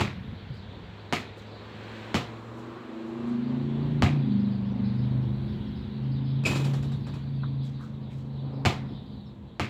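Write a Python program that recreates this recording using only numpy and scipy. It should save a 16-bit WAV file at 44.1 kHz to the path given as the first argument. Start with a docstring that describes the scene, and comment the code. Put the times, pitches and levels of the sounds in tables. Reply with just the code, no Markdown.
"""One microphone on a concrete driveway, between a wooden fence and a garage; sparrows chatter far off.
A basketball is dribbled close by, each slap echoing round the yard, and shoes scuff the grit. Out in the
street a V8 car accelerates, passes at about 4 s with pulsing exhaust and hissing tyres, changes gear and
drones away. At 6.4 s a shot hits the hoop: the steel rim clangs and rattles as it rocks on its mount.
The ball drops through and bounces twice."""
import sys
import numpy as np
from scipy import signal
from scipy.fft import rfft, irfft, next_fast_len
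from scipy.io import wavfile
from scipy.ndimage import uniform_filter1d

SR = 44100
rng = np.random.default_rng(int(sys.argv[2]) if len(sys.argv) > 2 else 0)


def int16_out(signal):
    """Quantize to a 16-bit WAV file."""
    q = np.round(np.clip(np.atleast_2d(signal).T, -1, 1) * 32767)
    wavfile.write(sys.argv[1], SR, q.astype(np.int16))


N = 427329
TIME = np.arange(N) / SR
AGE = TIME[:SR]  # the second that follows a blow

# the ball's shell and the air inside: (frequency [Hz], relative level [dB], t60 [s])
BALL_MODES = [(241, -15.5, 0.031), (714, -14.5, 0.05), (863, -18, 0.03), (1022, -24.5, 0.071),
              (1166, -34, 0.02), (1226, -20, 0.052), (2270, -22.5, 0.0092), (2990, -25.5, 0.01),
              (4110, -20, 0.0057)]


def bounces():
    """The ball slaps the concrete and rings hollow; fence, walls, yard and garage door answer."""
    # (time [s], slap [dB], yard [dB], hollow ring [dB], boom [dB], fence delay [s],
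    #  fence gain on the slap [dB], yard tilt [dB/octave], door [dB])
    blows = [(0.0, -14.5, -21.5, -22, -22.5, 0.0074, 2, -0.3, -34.5),
             (1.1258, -7, -24, -16, -35, 0.0062, -9.5, 1, -30),
             (2.1440, -7.5, -22.5, -10, -25, 0.0085, -9.5, 0.35, -42),
             (4.0230, -4, -22.5, -6.5, -13.5, 0.012, -17, 0, -30.5),
             (8.6517, -7, -20.5, -5.5, -17.5, .0058, -1.5, .5, -38),
             (9.5969, -9.5, -24, -23, -24.5, 0.0053, -11, -0.34, -32)]
    # low boom between the walls: (frequency [Hz], relative level [dB], t60 [s])
    boom_modes = [(82.3, 5.5, 0.087), (99.7, 3, 0.18), (128.9, -5, 0.41), (205, -5.5, 0.25),
                  (256.6, -21.5, 0.42)]
    # scatter from the yard: (frequency [Hz], relative density [dB], t60 [s])
    yard_bands = [(60.4, -33.5, 0.18), (120, 9.5, 0.25), (230, 13, 0.23), (490, -1, 0.39), (745, -12, 0.61),
                  (1220, 2.5, 0.21), (1570, -16.5, 0.64), (2350, -0.5, 0.24), (3930, -10, 0.35),
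                  (6000, -19.5, 0.29), (7600, -16.5, 0.22), (8400, -30, 0.28), (15000, -36.5, 0.24)]
    # crowded modes of the sheet-metal door: (frequency [Hz], relative density [dB], t60 [s])
    door_bands = [(1850, -4.5, 0.33), (2180, -3, 0.29), (2530, -8.5, 0.52), (2900, -19, 0.28)]
    out = np.zeros(N)
    for s, slap_db, yard_db, hollow_db, boom_db, fence_s, fence_db, tilt_db, door_db in blows:
        yard = [(hz, db + tilt_db * np.log2(hz / 1000), t60) for hz, db, t60 in yard_bands]
        direct = undb(slap_db) * slap()
        add(out, s, direct)
        add(out, s + fence_s, undb(fence_db) * fence(direct))
        add(out, s + fence_s, undb(hollow_db) * blur(ring(BALL_MODES, detune=0.0018), 0.047))
        add(out, s, undb(yard_db) * burst(yard, rise_s=0.0037, grain_db=2))
        add(out, s, undb(boom_db) * ring(boom_modes, detune=0.0078) * (1 - np.exp(-AGE / 0.01)))
        add(out, s, undb(door_db) * burst(door_bands, rise_s=0.0085, grain_db=7))
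    return out


def slap(contact_s=0.00008, shell_db=-1, rebound=0.26):
    """Air squeezed from under the ball makes one sharp spike; the shell rings after it."""
    shell = undb(shell_db) * ring(BALL_MODES, detune=0.015)
    late_shell = np.r_[np.zeros(int(4 * contact_s * SR)), shell][:SR]
    u = AGE / contact_s
    spike = u * np.exp(1 - u) - rebound * (u / 3) * np.exp(1 - u / 3)
    return signal.sosfilt(signal.butter(2, 7500, fs=SR, output="sos"), late_shell - spike)


def fence(x, spread_s=0.007, low_cut_hz=1500):
    """The row of boards returns the slap as a quick, bright spray of echoes."""
    boards = np.zeros(SR)
    lag, size = rng.random(14), rng.standard_normal(14)
    boards[(lag ** 2 * spread_s * SR).astype(int)] = size
    echo = signal.fftconvolve(x, boards / np.linalg.norm(boards))[:SR]
    return 2 * signal.sosfilt(signal.butter(1, low_cut_hz, "high", fs=SR, output="sos"), echo)


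def hoop():
    """The rim rings, its fittings chatter and the backboard thuds as the hoop rocks to rest."""
    # a graze, the strike, two late touches: (time [s], ring [dB], rattle [dB], thud [dB], rise [s])
    hits = [(6.436, -65, -48.5, -37, 0.0013), (6.451, -25, -32, -30.5, 0.0042),
            (7.066, -70, -55, -38, 0.0014), (7.134, -63, -54, -42, 0.0046)]
    # steel rim: (frequency [Hz], relative level [dB], t60 [s])
    rim_modes = [(1356, -19, 0.31), (2299, -11, .4), (2360, -4.5, 0.16), (2467, -6, 0.23),
                 (2750, -16, 0.098), (2520, 9, 0.08), (3130, -20, .11), (4900, -20, .15), (5040, -22, .25),
                 (7000, -18, .2), (7100, -30, 0.066), (7270, -18.5, 0.45)]
    # loose fittings and backboard: (frequency [Hz], relative density [dB], t60 [s])
    fitting_bands = [(500, -7, .3), (1500, -1, 0.49), (3200, 4, 0.44), (5040, 5, 0.16), (6400, -7.5, 0.41),
                     (7400, 0, 0.24), (8650, -8, 0.21), (15000, -22, 0.48)]
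    board_bands = [(50, -2.5, .3), (110, 7, 0.42), (300, 1, 0.76), (600, -7, 0.44), (1200, -9.5, 0.36),
                   (2500, -22.5, 0.29), (8000, -61, .2)]
    out = np.zeros(N)
    for s, ring_db, rattle_db, thud_db, rise_s in hits + rocking():
        steel = ring(rim_modes, detune=0.002) * (1 - np.exp(-AGE / rise_s))
        steel *= 1 + 1.6 * np.exp(-AGE / 0.015)  # the mount soaks up the first hard swing
        steel *= 1 + 0.25 * wander(260)[:SR]  # and buzzes against the ringing rim
        add(out, s, undb(ring_db) * (steel + 0.51 * blur(steel, 0.048)))
        add(out, s, undb(rattle_db) * burst(fitting_bands, rise_s, grain_db=1))
        add(out, s, undb(thud_db) * burst(board_bands, rise_s, grain_db=3.5))
    return out


def rocking(start_s=6.457, period_s=0.0917, count=11):
    """The struck hoop knocks at both ends of each swing: further hits, weakening and growing crisper."""
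    k = np.arange(count)
    age = k * period_s / 2
    return_db = -50 * age * (k % 2)  # knocks of the return swing die out sooner
    ring_db = -35 - 121 * age + return_db
    rattle_db = -32 - 50.5 * age + return_db
    thud_db = -27 - 32.5 * age + return_db
    rise_s = 0.0071 * np.exp(-age / 0.4)  # wide swings clatter, small ones just tick
    return list(zip(start_s + age, ring_db, rattle_db, thud_db, rise_s))


def light_contacts():
    """Light touches of hands, shoes and ball make soft knocks and short gritty hisses."""
    # soft knocks of hands, shoes, and the ball touching rim or backboard:
    # (time [s], level [dB], centre [Hz], width [octaves], rise [s], t60 [s])
    taps = [(.262, -43, 150, 0.48, .004, 0.051), (0.322, -20, 130, 0.65, 0.0037, 0.04),
            (.502, -19.5, 116, 0.25, 0.0025, 0.084), (1.361, -37, 428, 0.23, 0.0081, 0.18),
            (7.433, -39, 1160, 0.42, 0.0015, 0.1), (7.789, -48, 1250, 0.32, 0.0082, 0.37),
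            (8.089, -52.5, 2400, 0.59, 0.02, 0.3), (8.902, -31.5, 190, 0.63, .008, 0.27),
            (9.145, -36, 190, 0.42, 0.005, 0.13)]
    # shoe scuffs and a hand's pat on the ball: (time [s], level [dB])
    hisses = [(0.523, -61), (1.356, -54), (2.556, -56), (3.055, -63), (3.255, -58.5), (7.623, -53.5),
              (7.793, -54.5), (8.096, -58), (8.155, -59.5)]
    # their gritty hiss: (frequency [Hz], relative density [dB], t60 [s])
    hiss_bands = [(1510, -10, .2), (4000, -7, 0.57), (7500, -4, 0.32), (9000, 1, 0.09),
                  (15000, -16.5, 0.25)]
    out = np.zeros(N)
    for s, db, hz, octaves, rise_s, t60 in taps:
        body = [(hz * 2 ** (k * octaves), -5 * k * k, t60) for k in range(-3, 4)]
        add(out, s, undb(db) * burst(body, rise_s, grain_db=3))
    for s, db in hisses:
        add(out, s, undb(db) * burst(hiss_bands, rise_s=0.03, grain_db=4))
    return out


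def engine(pass_s=3.85, growl_hz=220.1, doppler=0.067, flutter=0.2, weak_flutter=0.48):
    """Uneven V8 firing sounds many orders, multiples of the cycle rate, through the exhaust."""
    # a pull in low gear, the shift, a slower pull, easing off: (time [s], cycle rate [Hz])
    revs = [(0.0, 18.4), (1.0, 20.4), (2.4, 22.6), (2.9, 25.0), (3.9, 28.8), (4.15, 28.8), (4.35, 25.3),
            (4.7, 24.7), (5.5, 26.1), (6.1, 26.6), (6.87, 27.7), (8.1, 26.8), (8.5, 27.2), (9.69, 25.3)]
    # low drone of the 5th order, coming and going between the houses: (time [s], level [dB])
    drone_levels = [(0.7, -48.5), (2.62, -46), (2.9, -58), (3.25, -47), (3.55, -33.0), (3.9, -28),
                    (4.17, -23.5), (4.42, -32.5), (4.8, -32.5), (5.02, -30.5), (5.33, -29.0), (5.72, -40.0),
                    (5.92, -40.5), (6.1, -26.5), (6.8, -31), (7.2, -38.5), (7.5, -28.5), (7.9, -41.5),
                    (8.2, -38), (8.45, -32.5), (9.1, -46), (9.45, -53.5)]
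    # growl, a resonance that orders 8 to 10 slide through: (time [s], level [dB])
    growl_levels = [(0.0, -51.5), (1.53, -59), (1.7, -48.5), (2.47, -48.5), (3.13, -42), (3.32, -27.5),
                    (4.21, -34.0), (4.37, -25.0), (4.62, -34.5), (4.81, -28.0), (5.38, -38.5), (8.33, -47),
                    (8.85, -40), (9.69, -60)]
    # weak orders: (multiple of the cycle rate, level against the mean of drone and growl [dB])
    weak_orders = [(3, -19.5), (4, -12.5), (6, -18), (7, -17), (9, -16.5), (10, -11), (11, -17.5)]
    # the pipe's upper resonances: (centre [Hz], half-width [Hz], relative level [dB])
    pipe_modes = [(335, 6.1, 0), (367.8, 8, -3.5), (355, 23, -13.5)]
    hz, drone_db, growl_db = curve(revs), curve(drone_levels), curve(growl_levels)
    phase = 2 * np.pi * np.cumsum(hz * (1 + 0.0033 * wander(14))) / SR
    side = np.tanh((TIME - pass_s) / 0.25)  # -1 coming, +1 going
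    orders = [(5, drone_db, flutter)]
    # the order nearest the growl's resonance takes nearly all of its power
    shares = {k: resonance(k * hz, growl_hz * (1 - doppler * side), 10.5) for k in (8, 9, 10)}
    for k, share in shares.items():
        orders.append((k, growl_db + 10 * np.log10(share / sum(shares.values())), flutter))
    approach_db = -5.5 * (1 - side) / 2  # from the front the exhaust sounds smoother
    orders += [(k, (drone_db + growl_db) / 2 + approach_db + db, weak_flutter) for k, db in weak_orders]
    # upper orders light up in turn as they slide through the pipe's resonances
    pipe_db = passing(-40.5, at_s=3.6, half_s=0.98, steepness=1.6)
    for k, offset_db in (12, -9), (13, 0), (14, -2), (15, -9):
        power = sum(undb(db) ** 2 * resonance(k * hz, centre, width) for centre, width, db in pipe_modes)
        orders.append((k, pipe_db + offset_db + 10 * np.log10(power), flutter))
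    return sum(wavering_tone(k * phase, db, depth) for k, db, depth in orders)


def wavering_tone(phase, db, depth, drift_db=0.98):
    """One order reaches the microphone by several paths between the houses, so it drifts and wavers."""
    angle = phase + 2 * np.pi * rng.random()
    peak = np.sqrt(2) * undb(db + drift_db * wander(4))
    return peak * ((1 + depth * wander(16)) * np.sin(angle) + depth * wander(22) * np.cos(angle))


def outdoor_noise():
    """Road roar and tyre hiss swell as the car passes, over a low rumble; a brief rush comes late."""
    # noise spectra: (frequency [Hz], relative density [dB])
    rumble = [(20, -30.5), (35, -8.5), (58, 11.5), (90, 12.5), (140, 9.5), (220, 7.5), (350, -18.5),
              (700, -51.5)]
    roar = [(100, -21), (220, 5), (330, 5), (460, 5.5), (650, -1), (1000, -1.5), (1600, -20), (2600, -23),
            (6000, -57.5)]
    rush = [(600, -27.5), (1100, 4), (1700, -9), (2600, -46.5)]  # tyres crossing the mouth of the driveway
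    hiss = [(700, -8.5), (1500, 4), (2200, 1), (4200, -5), (5000, -18.5), (6300, -24), (9000, -47.5),
            (15000, -41.5)]  # tyres along the street
    fizz = [(2500, -19), (5000, 2), (6300, -2), (7500, 2.5), (9000, -12.5), (11000, -13.5), (15500, -16)]  # fine hiss of the tread
    # low rumble, strong at the start, sinking, swelling again after the pass: (time [s], level [dB])
    rumble_levels = [(0, -37.5), (1.0, -50.5), (1.5, -52), (2.2, -53), (2.9, -59.5), (3.4, -51),
                     (3.9, -40.5), (4.5, -44), (5.8, -37), (6.3, -44), (7.2, -41.5), (9.69, -44)]
    # a brief soft rush around the ball's landing: (peak level [dB], time [s], time to half power [s])
    late_swells = [(-50, 8.7, .2), (-47, 8.55, .1)]
    gap_db = 5 * np.exp(-((TIME - 1.99) / 0.3) ** 2)  # the tyres flare through a gap between houses
    layers = [(rumble, curve(rumble_levels) + 2 * wander(6.8)),
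              (roar, passing(-45.5, at_s=3.47, half_s=1.86) + gap_db / 2 + wander(11)),
              *[(roar, passing(*swell, steepness=1.6)) for swell in late_swells],
              (rush, passing(-53.5, at_s=2.64, half_s=0.52, steepness=2.2) + 2 * wander(7.1)),
              (hiss, passing(-54, at_s=1.85, half_s=3.01, steepness=5) + gap_db + wander(7.5)),
              (fizz, passing(-72.5, at_s=2.45, half_s=0.9, steepness=3) + gap_db + wander(6.2)),
              (fizz, -84)]  # steady faint hiss
    return sum(undb(db) * shaped(rng.standard_normal(N), *np.transpose(bands)) for bands, db in layers)


def sparrows(count=700, pitch_hz=3600, pitch_spread=0.11, chirp_s=0.05, sweep=0.13):
    """A far flock's arched chirps, nearer falling calls and a few high notes, blurred by distance."""
    # the flock, which hushes as the car draws near: (time [s], level [dB])
    flock_levels = [(0, -57.5), (0.9, -60.5), (1.3, -58.5), (3.0, -74), (3.7, -58), (5.5, -59.5),
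                    (7.6, -58), (8.2, -68), (9.0, -60), (9.69, -72)]
    # nearer sparrows: (time [s], level [dB])
    near_calls = [(5.4, -54), (5.76, -54.5), (6.22, -59), (7.35, -61.5), (7.98, -57.5), (8.3, -56),
                  (9.02, -59.5), (9.43, -64)]
    # one higher bird: (time [s], starting pitch [Hz], level [dB])
    high_notes = [(4.69, 6100, -70), (5.65, 5670, -69), (6.0, 5830, -73), (9.24, 5670, -68.5)]
    flock, calls, notes = np.zeros((3, N))
    for (when, length, size, turn), pitch in zip(rng.random((count, 4)), rng.standard_normal(count)):
        u = np.linspace(0, 1, int(chirp_s * (0.5 + length) * SR))
        hz = pitch_hz * np.exp(pitch_spread * pitch + sweep * np.sin(np.pi * (u + 2 * turn)))
        add(flock, when * TIME[-1], undb(8.8 * size - 2 * pitch ** 2) * chirp(hz, rasp=0.072))
    for s, db in near_calls:
        add(calls, s, undb(db) * chirp(hz=np.linspace(4400, 3040, int(0.14 * SR)), rasp=0.07))
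    for s, hz, db in high_notes:
        add(notes, s, undb(db) * chirp(np.linspace(hz, 0.88 * hz, int(0.06 * SR)), rasp=0.0091))
    far_flock = unit(blur(flock, 0.058)) * undb(curve(flock_levels))
    return far_flock + blur(calls, 0.044) + blur(notes, 0.012)


def chirp(hz, rasp):
    """One swelling and fading note along a pitch path, with a rasping trill."""
    trill = 1 + rasp * np.sin(2 * np.pi * rng.uniform(80, 200) * TIME[:len(hz)])
    return np.hanning(len(hz)) * np.sin(2 * np.pi * np.cumsum(hz * trill) / SR)


def ring(modes, detune):
    """Decaying modes of alternating sign; each blow shifts them a little."""
    out = np.zeros(SR)
    for k, (hz, db, t60) in enumerate(modes):
        struck_hz = hz * (1 + detune * rng.standard_normal())
        out += (-1) ** k * undb(db - 60 * AGE / t60) * np.sin(2 * np.pi * struck_hz * AGE)
    return out


def burst(bands, rise_s, grain_db):
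    """A cloud of tiny clicks whose bands each die at their own rate."""
    hz, db, t60s = np.transpose(bands)
    clicks = rng.standard_normal(SR) * undb(grain_db * np.repeat(rng.standard_normal(SR // 30), 30))
    cloud = rfft(shaped(clicks, np.r_[hz[0] / 2, hz, 2 * hz[-1]], np.r_[db[0] - 20, db, db[-1] - 40]))
    log_f = np.log(np.maximum(np.arange(len(cloud)), 1))
    out = np.zeros(SR)
    for share, t60 in zip(np.eye(len(hz)), t60s):
        band = irfft(cloud * np.interp(log_f, np.log(hz), share))
        out += band * undb(-60 * AGE / t60)
    return out * (1 - np.exp(-(AGE / rise_s) ** 2))


def blur(x, decay_s):
    """Countless reflections smear a sound; its energy stays the same."""
    tail = rng.standard_normal(SR) * np.exp(-AGE / decay_s)
    return unit(signal.fftconvolve(x, tail)[:len(x)]) * np.std(x)


def passing(peak_db, at_s, half_s, steepness=1):
    """Level in dB of a passing swell, down to half power half_s either side of the peak."""
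    spreading = 1 + (2 ** (1 / steepness) - 1) * ((TIME - at_s) / half_s) ** 2
    return peak_db - 10 * steepness * np.log10(spreading)


def resonance(hz, centre_hz, half_width_hz):
    """Power passed by a flat-topped resonance, 1 at its centre."""
    return 1 / (1 + ((hz - centre_hz) / half_width_hz) ** 4)


def shaped(x, hz, db):
    """Filter x by a spectrum drawn on a log-frequency axis; rms 1."""
    size = next_fast_len(len(x))
    f = np.maximum(np.fft.rfftfreq(size, 1 / SR), 1)
    gain = undb(np.interp(np.log(f), np.log(hz), db))
    return unit(irfft(rfft(x, size) * gain, size)[:len(x)])


def wander(rate_hz):
    """Smooth random drift; rms 1."""
    step = max(int(SR / rate_hz), 1)
    held = rng.standard_normal(4096)[np.arange(N) // step % 4096]
    return unit(uniform_filter1d(uniform_filter1d(held, step), step))


def curve(table):
    """Join rows of (time [s], value) by straight lines."""
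    return np.interp(TIME, *np.transpose(table))


def add(out, s, x):
    """Mix x into out from time s."""
    i = max(int(s * SR), 0)
    out[i:i + len(x)] += x[:len(out) - i]


def undb(db):
    """Decibels to gain."""
    return 10 ** (np.asarray(db) / 20)


def unit(x):
    """Scale to rms 1."""
    return x / np.sqrt(np.mean(x ** 2))


def scene():
    """Driveway, street and distant birds as they reach the one microphone."""
    return (bounces() + hoop() + light_contacts() + engine() + outdoor_noise() + sparrows())[None]


def record(dry):
    """The phone's microphone thins the bass below 45 Hz and cuts the top above 15.9 kHz."""
    thin = signal.sosfilt(signal.butter(2, 45, "high", fs=SR, output="sos"), dry)
    return signal.sosfilt(signal.ellip(10, 0.2, 80, 15900, fs=SR, output="sos"), thin)


dry = scene()
out = record(dry)
int16_out(out)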